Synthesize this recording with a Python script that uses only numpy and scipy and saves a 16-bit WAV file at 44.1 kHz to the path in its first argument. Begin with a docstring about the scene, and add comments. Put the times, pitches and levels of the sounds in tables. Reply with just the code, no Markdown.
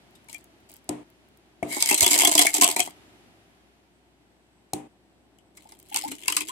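"""At a wooden table in a quiet room, ice slides out of a glass bowl and clatters into a plastic tumbler.
Bursts of noise make the cracks; fading tones ring as ice, bowl, cup and table. Close by is a phone.
Glass is set down with dull knocks, each a short blow that rings the table and a hollow note.
Then a drink is poured: rising tones glug, while the ice shifts and cracks over a murmur, hiss and hum."""
import sys
import numpy as np
from scipy import signal
from scipy.fft import rfft, irfft, next_fast_len
from scipy.io import wavfile
from scipy.ndimage import uniform_filter1d

SR = 44100
rng = np.random.default_rng(int(sys.argv[2]) if len(sys.argv) > 2 else 0)


def volts_from_decibels(level):
    """Turn decibel levels (scalar or array-like) into linear amplitude factors."""
    exponent = np.asarray(level, float) / 20
    return 10 ** exponent


def dump(signal):
    """Clip the signal to [-1, 1] and save it as 16-bit WAV at the path in sys.argv[1]."""
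    limited = np.clip(np.atleast_2d(signal).T, -1, 1)
    pcm = np.round(limited * 32767).astype(np.int16)
    wavfile.write(sys.argv[1], SR, pcm)


N = 287091  # length in samples
T = np.arange(N) / SR


def colour(x, table):
    """Shape the tone through (Hz, dB) points, never sounding early, with a mean power gain of 1."""
    hz, db = np.transpose(table)
    gain = volts_from_decibels(np.interp(np.log(np.arange(513) * SR / 1024 + 1), np.log(hz), db))
    # folding the cepstrum forward makes the filter minimum phase
    cepstrum = irfft(np.log(gain / np.sqrt(np.mean(gain ** 2))))
    cepstrum[1:512] *= 2
    cepstrum[513:] = 0
    response = irfft(np.exp(rfft(cepstrum)))
    return signal.fftconvolve(x, response[None], axes=1)[:, :x.shape[1]]


def fade_rate(t60):
    """Decay per sample for a fade of 60 dB in t60 seconds, at least 2 ms."""
    return np.log(1000) / (max(t60, .002) * SR)


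def ring(x, hz, t60):
    """One fading tone, as a struck object rings; a unit blow gives a peak near 1."""
    pole = np.exp(2j * np.pi * hz / SR - fade_rate(t60))
    return signal.lfilter([1], [1, -pole], x).imag


def walk(rate):
    """Random levels, rate of them a second, with a straight slide between; spread near 1."""
    k = int(SR / rate)
    steps = np.repeat(rng.standard_normal(N // k + 1), k)
    return 1.2 * uniform_filter1d(steps, k)[:N]


def add(out, x, s, pan_db=0., lag=0):
    """Mix a sound in at time s; one microphone port can hear it lag samples later."""
    x = np.broadcast_to(x, (2, x.shape[-1]))
    for ch, sign in enumerate((1, -1)):
        i = int(s * SR) + max(sign * lag, 0)
        out[ch, i:i + x.shape[1]] += volts_from_decibels(sign * pan_db / 2) * x[ch, :N - i]


def level(x, db):
    """Scale to an rms level."""
    return x * volts_from_decibels(db) / np.sqrt(np.mean(x ** 2))


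def highpass(x, order, hz):
    """Take away the tones below hz."""
    return signal.sosfilt(signal.butter(order, hz, "high", fs=SR, output="sos"), x)


def treble_only(x):
    """Take away everything below 1.7 kHz, leaving only the bright part of a sound."""
    return highpass(x, 3, 1700)


def smear(x, delay_s):
    """The treble comes first and the lower tones trail a millisecond or two behind."""
    size = next_fast_len(x.shape[1] + 1024)
    hz = np.arange(size // 2 + 1) * SR / size
    late = delay_s * (np.sqrt(16000 / np.maximum(hz, 2200)) - 1)
    turn = np.exp(-2j * np.pi * np.cumsum(late) * SR / size)
    return irfft(rfft(x, size) * turn, size)[:, :x.shape[1]]


# Tone of the room. Each row: frequency in Hz, relative strength in dB per Hz.
ROOM_COLOUR = [(40, -34.5), (70, -15), (240, -10), (360, -8), (480, -19.5), (711, -15), (1150, -26.5),
               (3000, -30), (6000, -39), (12000, -42), (15500, -58)]
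# Room level over time. Each row: time in seconds, murmur of the house and hiss, both as relative dB.
ROOM_CURVE = [(0, -61, -63), (1.6, -63.5, -66.5), (2.951, -58, -58.5), (3.9, -66, -69), (6.51, -62, -71.5)]


def room_tone():
    """Low murmur of the house, mostly alike in both ports, under a faint hiss that is not."""
    s, low_db, hiss_db = np.transpose(ROOM_CURVE)
    a, b, c, d = colour(rng.standard_normal((4, N)), ROOM_COLOUR)
    low, high = (signal.butter(3, 1200, kind, fs=SR, output="sos") for kind in ("low", "high"))
    sign = np.array([[1], [-1]])  # what is added on the left is taken away on the right
    murmur = level(signal.sosfilt(low, a + 0.41 * b * sign), 2.0)
    murmur = murmur * volts_from_decibels(np.interp(T, s, low_db) + 0.72 * sign)
    hiss = level(signal.sosfilt(high, c + 1.3 * d * sign), 1.1)
    hiss = hiss * volts_from_decibels(np.interp(T, s, hiss_db))
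    return murmur + hiss


# Mains hum. The one row: frequency in Hz, middle level in dB.
MAINS_HUM = (59.6, -68.5)


def hum():
    """Mains hum: one low tone whose level wavers, louder on the left."""
    hz, db = MAINS_HUM
    sign = np.array([[1], [-1]])
    return volts_from_decibels(db + 1.0 * walk(17) + 2.3 * sign) * np.sin(2 * np.pi * hz * T)


def crack(t, length_s, alike):
    """A splintering contact: noise that swells until length_s and dies, only partly alike at both ports."""
    a, b, c = rng.standard_normal((3, len(t)))
    swell = (t / length_s * np.exp(1 - t / length_s)) ** 2
    return (alike * a + np.sqrt(1 - alike ** 2) * np.array([b, c])) * swell


# Faint dry ticks. Each row: start in seconds, level in dB before the bass is cut.
DRY_TICKS = [(.1082, -56), (.2433, -55), (.3155, -46), (.3815, -45), (.4416, -43.5), (.603, -59),
             (.698, -45.5), (.716, -40.5), (.7385, -38), (.7652, -39.5), (.8422, -52.5), (1.1011, -52),
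             (1.286, -57.5), (1.3725, -51), (2.839, -31.5), (2.898, -40.5), (5.5597, -58), (5.6241, -51.5),
             (5.7488, -52.5), (5.7897, -42.5), (5.7987, -41), (5.8276, -43), (5.8865, -46.5), (5.9015, -41),
             (5.9304, -40), (6.0387, -32.5), (6.0791, -34)]


def ticks():
    """Tiny dry clicks of plastic and ice, treble only."""
    out = np.zeros((2, N))
    for s, db in DRY_TICKS:
        add(out, volts_from_decibels(db) * crack(T[:600], .0011, .5), s)
    return highpass(out, 2, 7470)


# Tone of cracking ice. Each row: frequency in Hz, relative strength in dB per Hz.
ICE_COLOUR = [(900, -25), (1150, -13.5), (1510, -20), (1800, -24.5), (2140, -11.5), (3600, -11),
              (6000, -6.5), (8100, -2), (13000, -9), (15800, -24.5)]
# Broad rings of ice and cup. Each row: frequency in Hz, width in Hz, relative level in dB.
ICE_RINGS = [(2200, 110, -3), (3250, 530, 1), (4210, 520, -1.5), (5100, 440, -1), (7950, 702, 0)]


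def clink(t, length_s, hz, share):
    """A crack of which a share rings on in the piece and a little in whatever it met; peak near 1."""
    burst = crack(t, length_s, 0.51)
    wide = colour(burst, ICE_COLOUR)
    other_hz = ICE_RINGS[rng.integers(len(ICE_RINGS))][0]
    tone, other = (treble_only(ring(burst, f, 0.027 * np.sqrt(3000 / f))) for f in (hz, other_hz))
    splinter = level(wide, -1) + level(other, -12)
    sound = np.sqrt(1 - share) * splinter + np.sqrt(share) * level(tone, 0)
    power = uniform_filter1d(np.sum(sound ** 2, axis=0), size=90)
    return sound / np.sqrt(power.max())


LOAD_SHIFT, TABLE_SHIFT = 0.06, 0.02  # ice leaning here and there: wander of wall and table pitch, as shares
SHIFTS_PER_S = 18


def body(x, modes, bend, wander):
    """All tones of an object, each with an ever-changing weight and a pitch that wanders on its own."""
    out = 0
    for hz, db, t60 in modes:
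        pitch = hz * bend * (1 + wander * walk(SHIFTS_PER_S))
        turn = np.exp(2j * np.pi * np.cumsum(pitch) / SR)
        push = x * (1 + 0.5 * walk(40))
        swing = signal.lfilter([1], [1, -np.exp(-fade_rate(t60))], push / turn)
        out = out + volts_from_decibels(db) * (turn * swing).imag
    return out


# From DRINK_S seconds the drink damps the cup wall and weighs on the table: change of each push in dB.
DRINK_S, DRINK_WALL_DB, DRINK_TABLE_DB = 5.5, -12, 6
PORT_LAG = 16  # delay between the two ports, in samples
# Tones of the bare table. Each row: frequency in Hz, relative level in dB, time to fade 60 dB in seconds.
TABLE_TONES = [(132, -15, 0.41), (185.5, -13, 0.33), (242, -14, 0.6), (300, -1, 0.37), (361.2, -1, 0.13),
               (414, -15, 0.5)]
# Tones of the cup wall. Each row: frequency in Hz before bending, level in dB, time to fade 60 dB in seconds.
CUP_TONES = [(691, 1.5, 0.055), (805, -1.5, 0.04), (955, 1, 0.071)]
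# The lowest wall tone stiffens as ice packs in. Each row: time in seconds, pitch factor.
CUP_BEND = [(2.3, 0.98), (2.4, 1.05), (2.65, 1.07)]


def shaken(table_push, cup_push):
    """The table, damped by the cup, booms alike in both ports; the cup wall reaches them out of step."""
    filled = T > DRINK_S
    table_push = table_push * volts_from_decibels(DRINK_TABLE_DB * filled)
    cup_push = cup_push * volts_from_decibels(DRINK_WALL_DB * filled)
    wall = body(cup_push, CUP_TONES[:1], np.interp(T, *np.transpose(CUP_BEND)), LOAD_SHIFT)
    wall = wall + body(cup_push, CUP_TONES[1:], 0.98, LOAD_SHIFT)
    damped = [(hz, db, .35 * t60) for hz, db, t60 in TABLE_TONES[3:]]
    boom = body(table_push, damped, 1, TABLE_SHIFT)
    both = boom + np.array([wall, np.roll(wall, PORT_LAG)])
    return highpass(both, 4, 240)


RING_SHARE = 0.19  # middle share (0-1) of a dry contact that rings on, for a piece at 3 kHz
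WET_RING = .5  # wet pieces keep this part of their share
TABLE_PUSH_DB = -2  # push on the table relative to the push on the cup wall
SPLASH_DB = -11.5  # slap of the drink relative to the listed level of the contact
# Tone of the slapped drink. Each row: frequency in Hz, relative strength in dB per Hz.
SPLASH_COLOUR = [(600, -34.5), (1000, 6.5), (1600, -3.5), (3000, 1), (6000, -18.5)]
# Where the hands are busy. Each row: time in seconds, left minus right in dB at the source.
HANDS_SIDE = [(0, 5), (1.8, -1), (5.5, 2), (6.51, 2)]
# Contacts of ice and plastic. Each row: time of the peak in seconds, relative level in dB, relative length
# in seconds, ring of the piece in Hz, push on cup and table in dB relative to the level.
CONTACTS = [(0.156, -54, 0.013, 3820, -34), (0.287, -44, 0.0027, 2260, -16),
            (0.2977, -42, 0.0033, 5230, -14.5), (0.33, -36.5, 0.002602, 9200, -30),
            (0.346, -34.5, 0.0033, 2400, -23.5), (1.728, -27.5, 0.0041, 11100, -12.5),
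            (1.768, -27.5, 0.0066, 2230, -3.5), (1.807, -24.5, 0.016, 5100, -23),
            (1.8253, -10, 0.003122, 8450, -38.5), (1.86, -16.5, 0.0026, 7030, -41),
            (1.876, -23.5, .004, 8500, -30), (1.8908, -14.5, .004, 2200, -34),
            (1.8982, -17, 0.0082, 2240, -29.5), (1.9124, -13.5, 0.0064, 2660, -11),
            (1.928, -18.5, 0.0057, 8400, -10), (1.9446, -11.5, 0.0032, 8440, -29.5),
            (1.949, -17, .0044, 8500, -37), (1.981, -19, 0.016, 8430, -31),
            (2.0082, -9.5, 0.0037, 7000, -30.5), (2.0213, -14, 0.0034, 7560, -23.5),
            (2.0293, -10.5, .0056, 8060, -17.5), (2.045, -16, .0085, 3360, -20.5),
            (2.065, -11.5, 0.006, 3400, -14), (2.079, -12, 0.0026, 7880, -29.5),
            (2.112, -14, 0.018, 7700, -18), (2.1326, -11.5, 0.004722, 7790, -20.5),
            (2.1424, -14, 0.0048, 5000, -22), (2.161, -17.5, .004, 2000, -14),
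            (2.19, -12, 0.004425, 7300, -21), (2.198, -15.5, 0.0028, 8530, -24),
            (2.207, -14, 0.00426, 8450, -20), (2.235, -20, .005, 3270, -9), (2.251, -9, 0.0058, 3350, -23),
            (2.276, -12, 0.0091, 8100, -14.5), (2.3155, -15, .003, 9700, -23.5),
            (2.3204, -14.5, 0.0031, 7870, -21), (2.3534, -11, 0.005, 7740, -13),
            (2.38, -10.5, 0.0066, 3250, -23), (2.393, -10.5, 0.013, 3360, -16.5),
            (2.417, -12.5, 0.0043, 5100, -21.5), (2.424, -12.5, 0.0036, 7690, -21),
            (2.451, -22.5, 0.0089, 3450, -4.5), (2.469, -11, 0.0046, 2275, -35),
            (2.543, -14.5, 0.008, 7830, -21.5), (2.55, -15.5, 0.0029, 7600, -26),
            (2.562, -23.5, 0.0061, 8410, -19), (2.585, -23.5, 0.0024, 7940, -7),
            (2.614, -9.5, 0.006, 7930, -22.5), (2.6221, -9, 0.006867, 8470, -13.5),
            (2.6438, -8.5, 0.005805, 7980, -14.5), (2.689, -20, 0.0063, 2790, -7.5),
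            (2.702, -22.5, 0.0048, 8700, -29), (2.765, -18.5, 0.0069, 2414, -8),
            (2.795, -18.5, .004, 2500, -11), (2.8034, -12.5, 0.0043, 8050, -23),
            (2.8756, -37, 0.0033, 2026, 0.5), (5.387, -54, 0.0025, 2980, -26),
            (5.574, -44.5, 0.0098, 2210, -21), (5.692, -49, 0.0069, 8270, -35),
            (5.722, -42.5, 0.0043, 2090, -27), (5.945, -21, 0.0019, 3010, -28),
            (5.962, -17, 0.0046, 4760, -54), (5.991, -28.5, 0.0028, 2200, -28),
            (6.1173, -32, 0.011, 2980, -8), (6.259, -39, 0.0062, 2650, -13), (6.282, -14, 0.005, 2780, -57),
            (6.302, -24, 0.003948, 2560, -22), (6.324, -20.5, 0.0046, 3020, -38),
            (6.3682, -12.5, 0.0048, 8300, -43.5), (6.408, -23, 0.0041, 2600, -27),
            (6.486, -30, 0.0034, 3240, -23)]


def clacks():
    """Each contact cracks and rings its piece briefly; the heavy ones push cup and table."""
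    out, push = np.zeros((2, N)), np.zeros(N)
    t = T[:2200]
    for s, db, length_s, hz, push_db in CONTACTS:
        wet = s > DRINK_S
        rise_s = 0.49 * length_s
        pan_db = np.interp(s, *np.transpose(HANDS_SIDE)) + 1.6 * rng.standard_normal()
        share = RING_SHARE * (WET_RING if wet else 1)
        share = share * (3000 / hz) ** 0.13 * volts_from_decibels(2.5 * rng.standard_normal())  # big low pieces ring most
        hit = volts_from_decibels(db + 3) * clink(t, rise_s, hz, np.clip(share, 0, .9))
        add(out, hit, s - rise_s - .001, pan_db, PORT_LAG * rng.choice([-1, 1]))
        if wet:
            slap = colour(crack(t, 1.3 * rise_s, 0.44), SPLASH_COLOUR)
            add(out, volts_from_decibels(db + SPLASH_DB) * slap, s - rise_s, pan_db)
        # a blow and a weaker bounce a few milliseconds later
        blows = int(s * SR) + np.array([0, rng.integers(60, 300)])
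        push[blows] = volts_from_decibels(db + push_db) * np.array([1, .5])
    return smear(out, 0.00099) + shaken(volts_from_decibels(TABLE_PUSH_DB) * push, push)


SETTLE_DB, SETTLE_S = -21.5, 0.022  # contacts set small pieces rattling: dB re the contact, time to settle
TICKS_PER_S = 350  # tumbling ice
SLIDE_PER_S, SLIDE_START_S, SLIDE_END_S = 2000, 1.6, 1.82  # ice sliding on glass scrapes far denser
# Small pieces scraping and tumbling, one curve for each spell. Each row: time in seconds, level in dB.
RATTLE_SPELLS = [
    [(.29, -51), (.35, -57), (.42, -71.5)],
    [(.69, -57.5), (.79, -64)],
    [(1.64, -82), (1.7, -42.5), (1.8, -41.5), (1.9, -38.5), (2.2, -24.5), (2.4, -25.5), (2.52, -37),
     (2.57, -31.5), (2.6, -39), (2.68, -25), (2.75, -38.5), (2.78, -32), (2.86, -43.5), (2.92, -63)],
    [(5.55, -65.5), (5.88, -62), (5.97, -34), (6.14, -48), (6.2, -49.5), (6.4, -39), (6.51, -42.5)],
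]
# Glass bowl under the sliding ice. Each row: frequency in Hz, relative level in dB,
# time to fade 60 dB in seconds.
BOWL_TONES = [(2230, 4, 0.073), (4000, -7, 0.028), (4890, -5, .03), (8420, -4, 0.053)]
# The ring dies down as the bowl empties. Each row: time in seconds, ring in dB relative to the rattle.
BOWL_CURVE = [(1.64, -1), (1.85, -8.5), (2.0, -16), (2.2, -29.5)]


def rattle():
    """Dense little clicks, few large and many small, ring the broad resonances of ice, bowl and cup."""
    db = np.full(N, -120.)  # silent between the spells
    for spell in RATTLE_SPELLS:
        s, spell_db = np.transpose(spell)
        on = (T >= s[0]) & (T <= s[-1])
        db[on] = np.interp(T[on], s, spell_db)
    stirred = np.zeros(N)
    for s, clack_db, *_ in CONTACTS:
        stirred[int(s * SR)] = volts_from_decibels(clack_db + SETTLE_DB)
    settling = signal.lfilter([1], [1, -np.exp(-1 / (SETTLE_S * SR))], stirred)
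    db = 20 * np.log10(volts_from_decibels(db) + settling)

    rate = np.where((T > SLIDE_START_S) & (T < SLIDE_END_S), SLIDE_PER_S, TICKS_PER_S)
    sizes = volts_from_decibels(np.minimum(3.5 * rng.exponential(size=N), 11))
    clicks = (rng.random(N) < rate / SR) * np.sqrt(TICKS_PER_S / rate) * sizes
    grit = signal.lfilter([1], [1, -np.exp(-1 / (.0015 * SR))], clicks) * rng.standard_normal((2, N))
    tones = 0
    for hz, width, ring_db in ICE_RINGS:
        # each resonance comes and goes as other pieces meet
        tones = tones + level(ring(grit * volts_from_decibels(6 * walk(35)), hz, 2.2 / width), ring_db)
    table_push, cup_push = level(clicks * rng.standard_normal((2, N)), 0) * volts_from_decibels(db)

    pan_db = np.interp(T, *np.transpose(HANDS_SIDE)) * np.array([[.5], [-.5]])
    mix = level(colour(grit, ICE_COLOUR), 0) + level(treble_only(tones), -6.5)
    ice = volts_from_decibels(db + pan_db) * level(mix, 0)
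    bowl = 0
    for hz, ring_db, t60 in BOWL_TONES:
        bowl = bowl + volts_from_decibels(ring_db) * level(ring(grit * volts_from_decibels(5 * walk(30)), hz, t60), 0)
    bowl_db = np.interp(T, *np.transpose(BOWL_CURVE), left=-60, right=-60)
    ice = ice + volts_from_decibels(db + pan_db + bowl_db) * level(treble_only(bowl), 0)
    return ice + shaken(volts_from_decibels(-45) * table_push, volts_from_decibels(-38.5) * cup_push)


KNOCK_END_S = .146  # the knock is cut off after this time
# Glass set against the table. Each row: start in seconds, overall level in dB, hollow note in Hz,
# weight of the note in dB, weight of the crack in dB, clink in Hz, top treble of the crack in dB.
GLASS_KNOCKS = [(0.89, -24, 725.9, 8.5, -0.5, 8580, -4), (1.627, -25.5, 692, 20, -4, 2240, -6),
                (4.733, -26, 800, 17, 7, 8170, 5.5)]


def knocks():
    """Glass on wood: a clink, the boom of the table, a hollow note and a dull echo, all cut off short."""
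    out = np.zeros((2, N))
    t = T[:7000]
    for s, db, hz, note_db, crack_db, clink_hz, top_db in GLASS_KNOCKS:
        blow = t / 0.00021 * np.exp(-t / 0.0002) / 22
        boom = 0
        for f, g, t60 in TABLE_TONES:
            boom = boom + volts_from_decibels(g) * ring(np.roll(blow, rng.integers(160)), f, t60)
        note = ring(blow, hz, 0.036)
        note = note + volts_from_decibels(-17.5) * ring(blow, 0.95 * hz, 0.21) + volts_from_decibels(-17.5) * ring(blow, 0.98 * hz, 0.4)
        note = note * volts_from_decibels(np.array([[2.5], [-2.5]]))  # stronger on the left
        tick = smear(clink(t, 0.0015, clink_hz, 0.95 * (2200 / clink_hz) ** 0.99), 0.00095)
        tick = colour(tick, [(9000, 0), (13000, top_db)])
        tick = tick + volts_from_decibels(-17) * (2200 / clink_hz) ** 2 * ring(blow, clink_hz, .12)
        echo = colour(rng.standard_normal((2, len(t))), [
            (130, -7.0), (300, 9.5), (900, 2.0), (1500, -15.5),
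            (2500, -11.0), (5000, -21.0), (8500, -9.0), (16000, -32.5)])
        bright = treble_only(echo)  # the treble of the echo dies first
        dull = (echo - bright) * np.exp(-t / 0.061)
        bright = volts_from_decibels(crack_db - 1.5) * bright * np.exp(-t / 0.03)
        echo = np.minimum(t / 0.0017, 1) * (dull + bright)
        sound = volts_from_decibels(7.0) * boom + volts_from_decibels(note_db) * note + volts_from_decibels(crack_db + 2.5) * tick + volts_from_decibels(-9.0) * echo
        sound = highpass(sound, 2, 90)  # a small table radiates no deep bass
        ending = np.clip((KNOCK_END_S - t) / 0.004, 0, 1)
        add(out, volts_from_decibels(db) * sound * ending, s, 1.5)
    return out


# The big block lands. Each row: time in seconds (it begins 5 ms sooner), pitch in Hz, level in dB,
# time to fade 60 dB in seconds.
BLOCK_THUMP = [(2.026, 95, -26, .06)]


def thump():
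    """The big block lands: one low tone that fades at once, mostly on the left."""
    out = np.zeros((2, N))
    t = T[:7000]
    for s, hz, db, t60 in BLOCK_THUMP:
        tone = np.sin(2 * np.pi * hz * t) * np.exp(-np.log(1000) * t / t60)
        add(out, volts_from_decibels(db) * tone, s - .005, 8.)
    return out


# A thin whistle sets in. Each row: start in seconds, pitch in Hz, relative width in Hz, middle level in dB.
WHISTLE = [(3.92, 8050, 300, -81.5)]


def whistle():
    """Noise through a narrow resonance gives a thin, wavering whistle."""
    out = np.zeros((2, N))
    for start, hz, width, db in WHISTLE:
        tone = level(ring(rng.standard_normal((2, N)), hz, 10.0 / width), db)
        out = out + (T > start) * tone * volts_from_decibels(2 * walk(26))
    return out


def bubbles(rows, rise):
    """Fading, wobbling tones whose pitch climbs by the share rise while they fade 60 dB."""
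    out = np.zeros((2, N))
    t = T[:9000]
    for s, db, hz, t60 in rows:
        phase = 2 * np.pi * hz * (t + rise * t ** 3 / (3 * t60 ** 2))
        wobble = 1 + 4 * uniform_filter1d(rng.standard_normal(len(t)), size=250)
        fade = np.exp(-np.log(1000) * (t / t60) ** 2) * np.minimum(t / 0.004, 1)
        add(out, volts_from_decibels(db) * wobble * np.sin(phase) * fade, s - .002, 1.5, PORT_LAG)
    return out


# Air pockets in the poured drink. Each row: time in seconds (it begins 2 ms sooner), level in dB before the
# wobble, starting pitch in Hz, time to fade 60 dB in seconds.
AIR_POCKETS = [(5.656, -43, 790, .024), (5.722, -43, 800, .024), (5.917, -36, 810, .05),
               (5.954, -25, 810, .032), (6.038, -24, 790, .055), (6.282, -25, 930, .026),
               (6.298, -31, 1010, .034), (6.368, -31, 950, .038), (6.384, -29, 935, .034),
               (6.494, -33, 1000, .055)]


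def glugs():
    """Trapped air rings like a bubble, its pitch rising as it nears the surface."""
    return bubbles(AIR_POCKETS, .9)


# The drink slops against the bottom. Each row: time in seconds (it begins 2 ms sooner), level in dB before
# the wobble, starting pitch in Hz, time to fade 60 dB in seconds.
DRINK_SLOPS = [(6.058, -35, 290, .06), (6.085, -37, 262, .14), (6.372, -39, 300, .2)]


def slops():
    """The drink slops against the bottom and the whole cup hums, rising a little in pitch."""
    return bubbles(DRINK_SLOPS, .35)


# Ports of the phone. Each row: frequency in Hz, left minus right in dB before loudness is evened out.
PORT_COLOUR = [(100, -2.5), (700, 5.5), (1300, -2), (2400, 7.5), (4400, -2.5)]


def ports(x):
    """The two ports of the phone colour a near sound in opposite ways."""
    half = np.array(PORT_COLOUR) * [1, .5]
    return np.concatenate([colour(x[:1], half), colour(x[1:], half * [1, -1])])


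def walls(x, t60, wet_db):
    """A small furnished room: decaying scattered echoes, duller than the sound itself."""
    t = T[:SR // 2]
    fade = np.exp(-np.log(1000) * t / t60) * np.minimum(t / 0.026, 1)
    echo = rng.standard_normal((2, len(t))) * fade
    echo = colour(echo, [(3000, -0.5), (9000, -4.5), (16000, -18.0)])
    echo = echo / np.sqrt(np.sum(echo ** 2) / 2)
    return volts_from_decibels(wet_db) * signal.fftconvolve(x, echo, axes=1)[:, :N]


def scene():
    """Everything on the table, the echo of ice and drink, and the room."""
    near = ports(clacks() + rattle() + ticks()) + glugs() + slops()
    return near + walls(near, 0.06, -10.5) + knocks() + thump() + room_tone() + whistle() + hum()


def low_pass(x):
    """Removes everything above the highest recorded frequency."""
    return signal.sosfilt(signal.butter(12, 16500, fs=SR, output="sos"), x)


def record(dry):
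    """The phone drops the deep bass, cuts the top and clips the loudest peaks."""
    x = highpass(dry, 6, 50)
    x = signal.sosfilt(signal.ellip(8, .2, 60, 16200, fs=SR, output="sos"), x)
    return low_pass(x.clip(-1, 1))


dry = scene()
out = record(dry)
dump(out)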